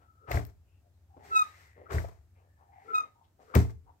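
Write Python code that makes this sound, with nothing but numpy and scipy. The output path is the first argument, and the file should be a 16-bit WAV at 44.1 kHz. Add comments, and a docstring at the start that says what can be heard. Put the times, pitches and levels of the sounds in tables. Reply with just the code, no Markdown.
"""A stone-walled yard: a foot-worked wooden beam drops its pestle three times into a mortar of meal. Crunching
meal cushions two blows; the third strikes through hard. Beam, mortar and ground ring low, wood cracks on stone
and grit, and the beam knocks in its bearing. Between blows the dry pivot rubs and squeaks by stick-slip, the
pestle scrapes the mortar rim, and a hand sweeps the meal back. Still air and a faint low hum lie beneath."""
import sys
import numpy as np
from scipy import signal
from scipy.fft import rfft, irfft
from scipy.io import wavfile

SR = 44100
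rng = np.random.default_rng(int(sys.argv[2]) if len(sys.argv) > 2 else 0)


def waveform_to_disk(signal):
    """Save audio, clipped to [-1, 1], as 16-bit WAV at the path in sys.argv[1]."""
    frames = np.transpose(np.atleast_2d(signal))
    scaled = np.clip(frames, -1, 1) * 32767
    samples = np.round(scaled).astype(np.int16)
    wavfile.write(sys.argv[1], SR, samples)


N = 176400
TIME_S, BIN_HZ = np.arange(N) / SR, np.fft.rfftfreq(N, 1 / SR)


def amp(db):
    """Decibels to gain."""
    return 10 ** (np.asarray(db) / 20)


def unit(x):
    """Scale to rms 1."""
    return x / np.sqrt(np.mean(x ** 2) + 1e-20)


def curve(points, at_hz=BIN_HZ):
    """Interpolate over log frequency."""
    hz, value = np.transpose(points)
    return np.interp(np.log(at_hz + 1), np.log(hz), value)


def colour(x, spectrum_db):
    """Spectral shaping, rms 1."""
    return unit(irfft(rfft(x) * amp(curve(spectrum_db)), N))


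def resonate(x, hz, width_hz):
    """Two-pole resonance, rms 1."""
    return unit(irfft(rfft(x) / (1 + 2j * (BIN_HZ - hz) / width_hz) ** 2, N))


def drift(rate_hz):
    """Low-passed random wander, rms 1."""
    return unit(irfft(rfft(rng.standard_normal(N)) * np.exp(-(BIN_HZ / rate_hz) ** 2), N))


def grains(per_s, spread_db):
    """Random train of uneven clicks."""
    sign = rng.choice([-1., 1.], N)
    size = amp(spread_db * np.minimum(rng.exponential(1, N), 4))
    return sign * size * (rng.random(N) < per_s / SR)


def swell(peak_s, rise_s, fall_s):
    """Asymmetric Gaussian envelope."""
    t = TIME_S - peak_s
    return np.exp(-np.minimum((t / np.where(t < 0, rise_s, fall_s)) ** 2 / 2, 20))


def add(mix, start_s, sound):
    """Mix in at start_s."""
    part = mix[round(start_s * SR):][:len(sound)]
    part += sound[:len(part)]


# Direct-path balance: (frequency [Hz], left minus right [dB])
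DIRECT_PAN = [(60, 1.6), (200, 3.3), (450, 2.9), (1300, 11.8), (2000, 7.5), (4000, 15), (13000, 7.4)]
RIGHT_LAG_S = 0.0003753


def direct(x, pan=DIRECT_PAN):
    """Direct path: the left microphone leads; balance varies with frequency."""
    side, spectrum = amp(curve(pan) / 2), rfft(x)
    lag = np.exp(-2j * np.pi * BIN_HZ * RIGHT_LAG_S)
    return irfft(np.array([spectrum * side, spectrum / side * lag]), N)


# Scattered source: (frequency [Hz], left-right coherence [0..1])
COHERENCE = [(150, 0.86), (450, 1), (1300, 0.54), (2500, .25), (5000, .05)]


def scattered(source, pan):
    """Spread source: the channels agree in the bass, differ in the treble."""
    coherence = np.clip(curve(COHERENCE), 0, 1)
    left, independent = rfft(source()), rfft(source())
    lag = np.exp(-2j * np.pi * BIN_HZ * RIGHT_LAG_S)
    right = coherence * left * lag + np.sqrt(1 - coherence ** 2) * independent
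    side = amp(curve(pan) / 2)
    return irfft(np.array([left * side, right / side]), N)


# Yard decay: (frequency [Hz], t60 [s])
WALL_DECAY = [(60, 0.38), (300, .3), (700, 0.24), (1300, 0.22), (3000, 0.25), (8000, 0.28), (16000, 0.2)]


def walls(x):
    """Short diffuse tail off the stone walls."""
    taps = rng.standard_normal((2, SR // 2)) * (rng.random((2, SR // 2)) < .1)
    taps[:, :round(.004 * SR)] = 0
    hz, t, frames = signal.stft(taps, SR, nperseg=256)
    tail = signal.istft(frames * amp(-60 * t / curve(WALL_DECAY, hz)[:, None]), SR, nperseg=256)[1]
    tail /= np.linalg.norm(tail, axis=1, keepdims=True)
    return signal.fftconvolve(np.atleast_2d(x), tail, axes=1)[:, :N]


def yard(x, walls_db, pan=DIRECT_PAN):
    """Direct path plus walls."""
    return direct(x, pan) + amp(walls_db) * walls(x)


# Air noise: (frequency [Hz], relative density [dB])
AIR_SPECTRUM = [(15, -42), (25, -15.5), (58, -8.5), (86, -0.5), (194, -20), (307, -19.5), (486, -27),
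                (710, -25.5), (1120, -33), (1280, -31), (3220, -40), (7830, -39), (9460, -44),
                (14600, -39.5), (15800, -44)]


def still_air(level_db=-68):
    """Outdoor noise floor, near mono in the bass."""
    common, separate = rfft(rng.standard_normal(N)), rfft(rng.standard_normal((2, N)))
    share = curve([(100, 0.93), (500, 0.66), (2000, 0.031)])
    noise = irfft(common * np.sqrt(share) + separate * np.sqrt(1 - share), N)
    return amp(level_db) * colour(noise, AIR_SPECTRUM)


# Hum partials: (frequency [Hz], level [dB])
HUM_TONES = [(74, -66), (91, -65)]
# Hum envelope: (time [s], gain [dB])
HUM_GAIN = [(0, -2), (.7, 3.5), (1.3, 3), (2.3, 3), (2.8, -6), (3.3, -12), (4, -14.5)]


def hum(waver_hz=1.5):
    """Two faint low tones, wavering in pitch."""
    tones = sum(amp(db) * np.sin(2 * np.pi * np.cumsum(hz + waver_hz * drift(3.2)) / SR)
                for hz, db in HUM_TONES)
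    return direct(tones * amp(np.interp(TIME_S, *np.transpose(HUM_GAIN))))


# Dry wood rubbing at the pivot and the pestle scraping the mortar rim: (peak time [s], rise [s], fall [s],
# level [dB], resonance [Hz], width [Hz])
RUBS_AND_SCRAPES = [(.07, 0.097, 0.081, -72, 1316, 68.6), (0.018, 0.033, 0.028, -68.5, 725, 1260),
                    (.26, 0.043, 0.059, -63.5, 1294, 113), (0.242, 0.02, 0.02, -63.5, 460, 122),
                    (0.293, 0.011, 0.0053, -47.5, 1140, 1020), (.72, 0.038, 0.05, -82.5, 2650, 500),
                    (.95, 0.014, 0.029, -91, 3970, 600), (.86, .015, .02, -77, 640, 195),
                    (1.135, .025, 0.026, -66, 794, 140), (1.17, 0.0035, 0.019, -55.5, 480, 493),
                    (1.235, 0.032, 0.13, -61, 795, 142), (1.35, 0.075, 0.023, -57.5, 408, 93),
                    (1.3, 0.085, 0.11, -66.5, 171, 204), (1.29, 0.051, 0.22, -65, 1880, 590),
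                    (1.55, 0.04, 0.11, -69, 1996, 400), (1.781, 0.047, 0.14, -73.5, 1890, 400),
                    (2.78, 0.041, 0.071, -70.5, 1990, 500), (1.781, 0.011, 0.05, -56, 514, 423),
                    (1.871, 0.0073, 0.039, -57.5, 1334, 170), (1.907, 0.0031, 0.028, -45, 1170, 1150),
                    (1.939, .015, 0.018, -40.5, 401, 89), (2.391, 0.022, 0.065, -70.5, 600, 608),
                    (2.39, 0.024, 0.032, -80, 2222, 700), (2.5, 0.11, 0.33, -84, 1760, 123),
                    (2.62, 0.023, 0.032, -67, 880, 450), (2.76, 0.051, 0.089, -59.5, 794, 122),
                    (2.915, .035, 0.016, -51, 435, 90), (2.921, 0.026, 0.045, -45.5, 1333, 69),
                    (2.942, 0.05, 0.079, -63.5, 1933, 660), (2.98, 0.049, .06, -59, 648, 710),
                    (3.182, 0.019, 0.048, -67.5, 883, 202), (3.25, 0.011, 0.022, -82, 3000, 2020),
                    (3.544, 0.0037, 0.011, -39, 1210, 820), (3.4, 0.0077, 0.034, -61.5, 650, 602),
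                    (3.52, 0.039, 0.022, -58.5, 474, 128.5), (3.531, 0.035, 0.024, -60, 1246, 450),
                    (3.883, 0.012, 0.028, -63.5, 880, 336), (3.89, 0.033, 0.03, -74.5, 414, 150)]


def rubs_and_scrapes():
    """Irregular slips excite one wood resonance per rub or scrape."""
    slips = grains(per_s=1500, spread_db=3.5)
    rubbing = sum(amp(db) * swell(peak_s, rise_s, fall_s) * resonate(slips, hz, width_hz)
                  for peak_s, rise_s, fall_s, db, hz, width_hz in RUBS_AND_SCRAPES)
    return yard(rubbing, walls_db=-4.5)


# Meal under the pestle: (start [s], rise [s], hold [s], release t60 [s], level [dB])
MEAL_CRUSHES = [(0.272, .05, 0.046, 0.22, -37), (1.884, 0.047, 0.027, 0.4, -38),
                (3.541, .014, 0.021, 0.21, -29.5)]
# Breaking grains: (frequency [Hz], relative density [dB])
CRUNCH_SPECTRUM = [(70, 2), (130, 0), (200, -16), (300, -9.5), (400, 0), (537, -11), (644, -0.5),
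                   (800, -10), (1310, -12.5), (1520, -15.5), (2050, -16), (2900, -26.5), (5570, -24),
                   (8300, -26), (9600, -39), (11000, -33), (12900, -31), (15800, -38)]
# Crunch balance: (frequency [Hz], left minus right [dB])
CRUNCH_PAN = [(100, 1), (450, 4), (900, 7.5), (2000, 8), (4000, 1), (8000, -1), (13000, 12)]


def meal_crunch(grit_above_hz=2730, clump_hz=92, clump_db=2.5, spill_delay_s=0.13, walls_db=-10):
    """Grains break in clumps as the pestle sinks; thrown meal falls back."""
    coarse_gain, grit_gain = np.zeros((2, N))
    for start_s, rise_s, hold_s, t60_s, db in MEAL_CRUSHES:
        t = np.maximum(TIME_S - start_s, 0)
        pressure = np.minimum(t / rise_s, 1)
        release = amp(-60 * np.maximum(t - rise_s - hold_s, 0) / t60_s)
        spill = amp(-26) * swell(start_s + rise_s + hold_s + spill_delay_s, 0.0083, 0.0083)
        coarse_gain += amp(db) * (pressure * release + spill)
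        grit_gain += amp(db) * (pressure ** 2.2 * release + spill)  # grit needs high pressure
    crunch = scattered(lambda: colour(grains(per_s=9700, spread_db=5.5), CRUNCH_SPECTRUM), CRUNCH_PAN)
    coarse = irfft(rfft(crunch) / (1 + (BIN_HZ / grit_above_hz) ** 10), N)
    meal = coarse_gain * coarse * amp(clump_db * drift(clump_hz)) + grit_gain * (crunch - coarse)
    return meal + amp(walls_db) * walls(meal)


def frame_shudder(level_db=-40, rise_s=0.043, t60_s=0.91):
    """The frame trembles on after each crush."""
    envelope = np.zeros(N)
    for start_s, *_ in MEAL_CRUSHES:
        t = np.maximum(TIME_S - start_s, 0)
        envelope += np.minimum(t / rise_s, 1) * amp(level_db - 60 * t / t60_s)
    return direct(envelope * resonate(rng.standard_normal(N), hz=79, width_hz=41))


# Beam against bearing, plus the hard blow's low body knocks at 3.56 s: (time [s], level [dB], pitch [Hz], t60
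# [s])
BEARING_KNOCKS = [(.307, -26, 719, .03), (0.371, -28, 1986, 0.021), (.372, -26.5, 734, 0.028),
                  (1.982, -29, 1932, 0.022), (2.042, -29, 662, 0.032), (3.5565, -19.5, 706, 0.017),
                  (3.56, -7, 390, 0.0093), (3.561, -13.5, 211, 0.066)]
# Knock modes: (pitch ratio, gain [dB])
BEARING_MODES = [(.8, 0), (1, 2), (1.14, -5.5)]


def bearing_knocks(rise_s=0.0021):
    """The beam hits its bearing, and the hard blow knocks low in the body; the wood rings briefly."""
    t, out = np.arange(SR // 10) / SR, np.zeros(N)
    for start_s, db, hz, t60_s in BEARING_KNOCKS:
        ring = sum(amp(mode_db) * np.sin(2 * np.pi * hz * ratio * t + k)
                   for k, (ratio, mode_db) in enumerate(BEARING_MODES))
        add(out, start_s, ring * np.minimum(t / rise_s, 1) * amp(db - 60 * t / t60_s))
    return yard(out, walls_db=-21)


# Hard contacts: (time [s], level [dB], t60 [s], tilt [dB/octave])
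PESTLE_CRACKS = [(0.3155, -29.5, .007, 3), (0.3164, -30, 0.036, -6), (.4515, -42.5, 0.007, 8),
                 (0.4652, -51, 0.036, 23), (3.5519, -22, .008, 4), (3.5541, -20, 0.012, -4)]
# Crack before tilt: (frequency [Hz], relative density [dB])
CRACK_SPECTRUM = [(200, -21), (900, -9.5), (2000, 5), (3000, -5), (5000, -7), (8000, -16.5), (10000, -33),
                  (13000, -11.5), (16000, -16)]
# Crack balance: (frequency [Hz], left minus right [dB])
CONTACT_PAN = [(500, 3.5), (2000, 9.5), (5000, 8), (13000, 7)]


def pestle_cracks():
    """Wood strikes stone and grit: brief bright noise bursts."""
    t, out = np.arange(SR // 10) / SR, np.zeros(N)
    for start_s, db, t60_s, tilt_db in PESTLE_CRACKS:
        spectrum = [(hz, band_db + tilt_db * np.log2(hz)) for hz, band_db in CRACK_SPECTRUM]
        burst = colour(rng.standard_normal(N), spectrum)[:len(t)]
        add(out, start_s, burst * amp(db - 60 * t / t60_s))
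    return yard(out, walls_db=-9.5, pan=CONTACT_PAN)


# Landings and rebounds: (time [s], level [dB], contact [s], build-up [s])
PESTLE_BLOWS = [(.338, -15, 0.0032, 0.0087), (0.372, -21.5, 0.0011, 0.0069), (1.936, -14, 0.0047, 0.0097),
                (1.977, -35, 0.0037, 0.012), (3.555, -6, 0.00068, 0.0028), (3.745, -37, 0.0057, .015)]
# Beam, mortar and ground: (frequency [Hz], gain [dB], t60 [s])
BODY_MODES = [(55, -18, 0.37), (80.15, 3.5, 0.28), (111, -0.5, 0.37), (170, -6, 0.23), (197, -1, 0.13),
              (258.7, -4, .2), (296.3, -3.5, .2), (397.8, 1.5, 0.18), (452, -9, .32), (603, -22.5, 0.2),
              (690, -22.5, .14), (872, -19.5, 0.16), (990, -29, 0.12)]


def pestle_thuds():
    """A force pulse drives the heavy modes; cushioned blows build slower and sound duller."""
    t, out = np.arange(SR) / SR, np.zeros(N)
    ring = sum(amp(db - 60 * t / t60_s) * np.cos(2 * np.pi * hz * t) for hz, db, t60_s in BODY_MODES)
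    for start_s, db, contact_s, build_s in PESTLE_BLOWS:
        force = t * np.exp(-t / contact_s)
        thud = signal.fftconvolve(ring, force)[:SR]
        onset = 1 - np.exp(-(t / build_s) ** 2)
        add(out, start_s, amp(db) * thud / abs(thud).max() * onset)
    return yard(out, walls_db=-11.5)


# Hand strokes: (peak time [s], rise [s], fall [s], level [dB])
HAND_SWEEPS = [(1.253, 0.012, 0.076, -62.5), (1.44, 0.11, 0.056, -58.5), (1.61, 0.065, 0.068, -62),
               (2.902, 0.069, .13, -70), (3.42, 0.013, 0.17, -70.5)]
# Sliding meal: (frequency [Hz], relative density [dB])
SWEEP_SPECTRUM = [(150, -19), (900, -4.5), (2000, -4.5), (3200, -15), (4200, -13), (8300, -16), (9600, -29),
                  (13000, -20), (15800, -29)]


def hand_sweeps():
    """Swept meal hisses over stone."""
    envelope = sum(amp(db) * swell(peak_s, rise_s, fall_s) for peak_s, rise_s, fall_s, db in HAND_SWEEPS)
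    hiss = scattered(lambda: colour(grains(per_s=8900, spread_db=0.5), SWEEP_SPECTRUM),
                     pan=[(1000, 4.5), (4000, -0.5), (13000, 4.5)])
    return envelope * hiss


# Pivot squeaks: (peak time [s], lead-in [s], width [s], level [dB], pitch [Hz], sag [Hz/s],
# tilt [dB/harmonic], trail gain [dB], trail length [s])
PIVOT_SQUEAKS = [(1.369, .036, 0.011, -27, 1284, 1009, 0, -11, .022),
                 (2.954, 0.0091, 0.01, -33.5, 1271, 604, -0.54, -7, 0.028)]
# Harmonics, fundamental first: (gain [dB])
SQUEAK_HARMONICS = [13, -5, -8.5, -26, -20, -25.5, -27, -32, -31.5, -38.5, -38.5, -54]
# Squeak balance: (frequency [Hz], left minus right [dB])
PIVOT_PAN = [(1270, -1), (2550, 11.5), (3800, 3.5), (5000, 4), (12000, 9.5)]


def pivot_squeaks(glide_s=.045, chatter_db=5.5, dull_db=-24.5, echo_s=.021, echo_above_hz=3100):
    """Regular stick-slip at the top of the lift: a sagging tone, brightest at peak pressure."""
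    out = np.zeros(N)
    for peak_s, lead_s, width_s, db, hz, sag_hz_per_s, tilt_db, trail_db, trail_s in PIVOT_SQUEAKS:
        first_catch = amp(-12) * swell(peak_s - lead_s, 0.012, 0.012)
        trail = amp(trail_db + chatter_db * drift(70)) * swell(peak_s + 0.035, width_s, trail_s)
        grip = first_catch + swell(peak_s, width_s, width_s) + trail
        brightness = amp(dull_db * (1 - swell(peak_s, lead_s, 0.08)))
        sag_hz = sag_hz_per_s * glide_s * np.tanh((TIME_S - peak_s) / glide_s)
        pitch_hz = (hz - sag_hz) * (1 + .004 * drift(150))
        on = grip > 1e-4
        phase = 2 * np.pi * np.cumsum(pitch_hz[on]) / SR
        for k, harmonic_db in enumerate(SQUEAK_HARMONICS):
            envelope = grip[on] ** (1 + 0.02 * k) * (brightness[on] if k else 1)
            out[on] += amp(db + harmonic_db + tilt_db * k) * envelope * np.cos((k + 1) * phase)
    # A near wall returns the upper overtones.
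    high_pass = 1 - 1 / (1 + (BIN_HZ / echo_above_hz) ** 8)
    echo = amp(-5) * np.exp(-2j * np.pi * BIN_HZ * echo_s) * high_pass
    return yard(irfft(rfft(out) * (1 + echo), N), walls_db=-12.5, pan=PIVOT_PAN)


def scene():
    """Stereo sum of all sources."""
    return (still_air() + hum() + rubs_and_scrapes() + meal_crunch() + frame_shudder() + bearing_knocks()
            + pestle_cracks() + pestle_thuds() + hand_sweeps() + pivot_squeaks())


def record(dry):
    """Microphone bass roll-off and band limit."""
    low_cut_hz, high_cut_hz = 48, 15900
    x = signal.sosfilt(signal.butter(3, low_cut_hz, "high", fs=SR, output="sos"), dry)
    low_pass = signal.firwin(511, high_cut_hz, window=("kaiser", 9), fs=SR)
    return signal.oaconvolve(x, low_pass[None], "same")


dry = scene()
out = record(dry)
waveform_to_disk(out)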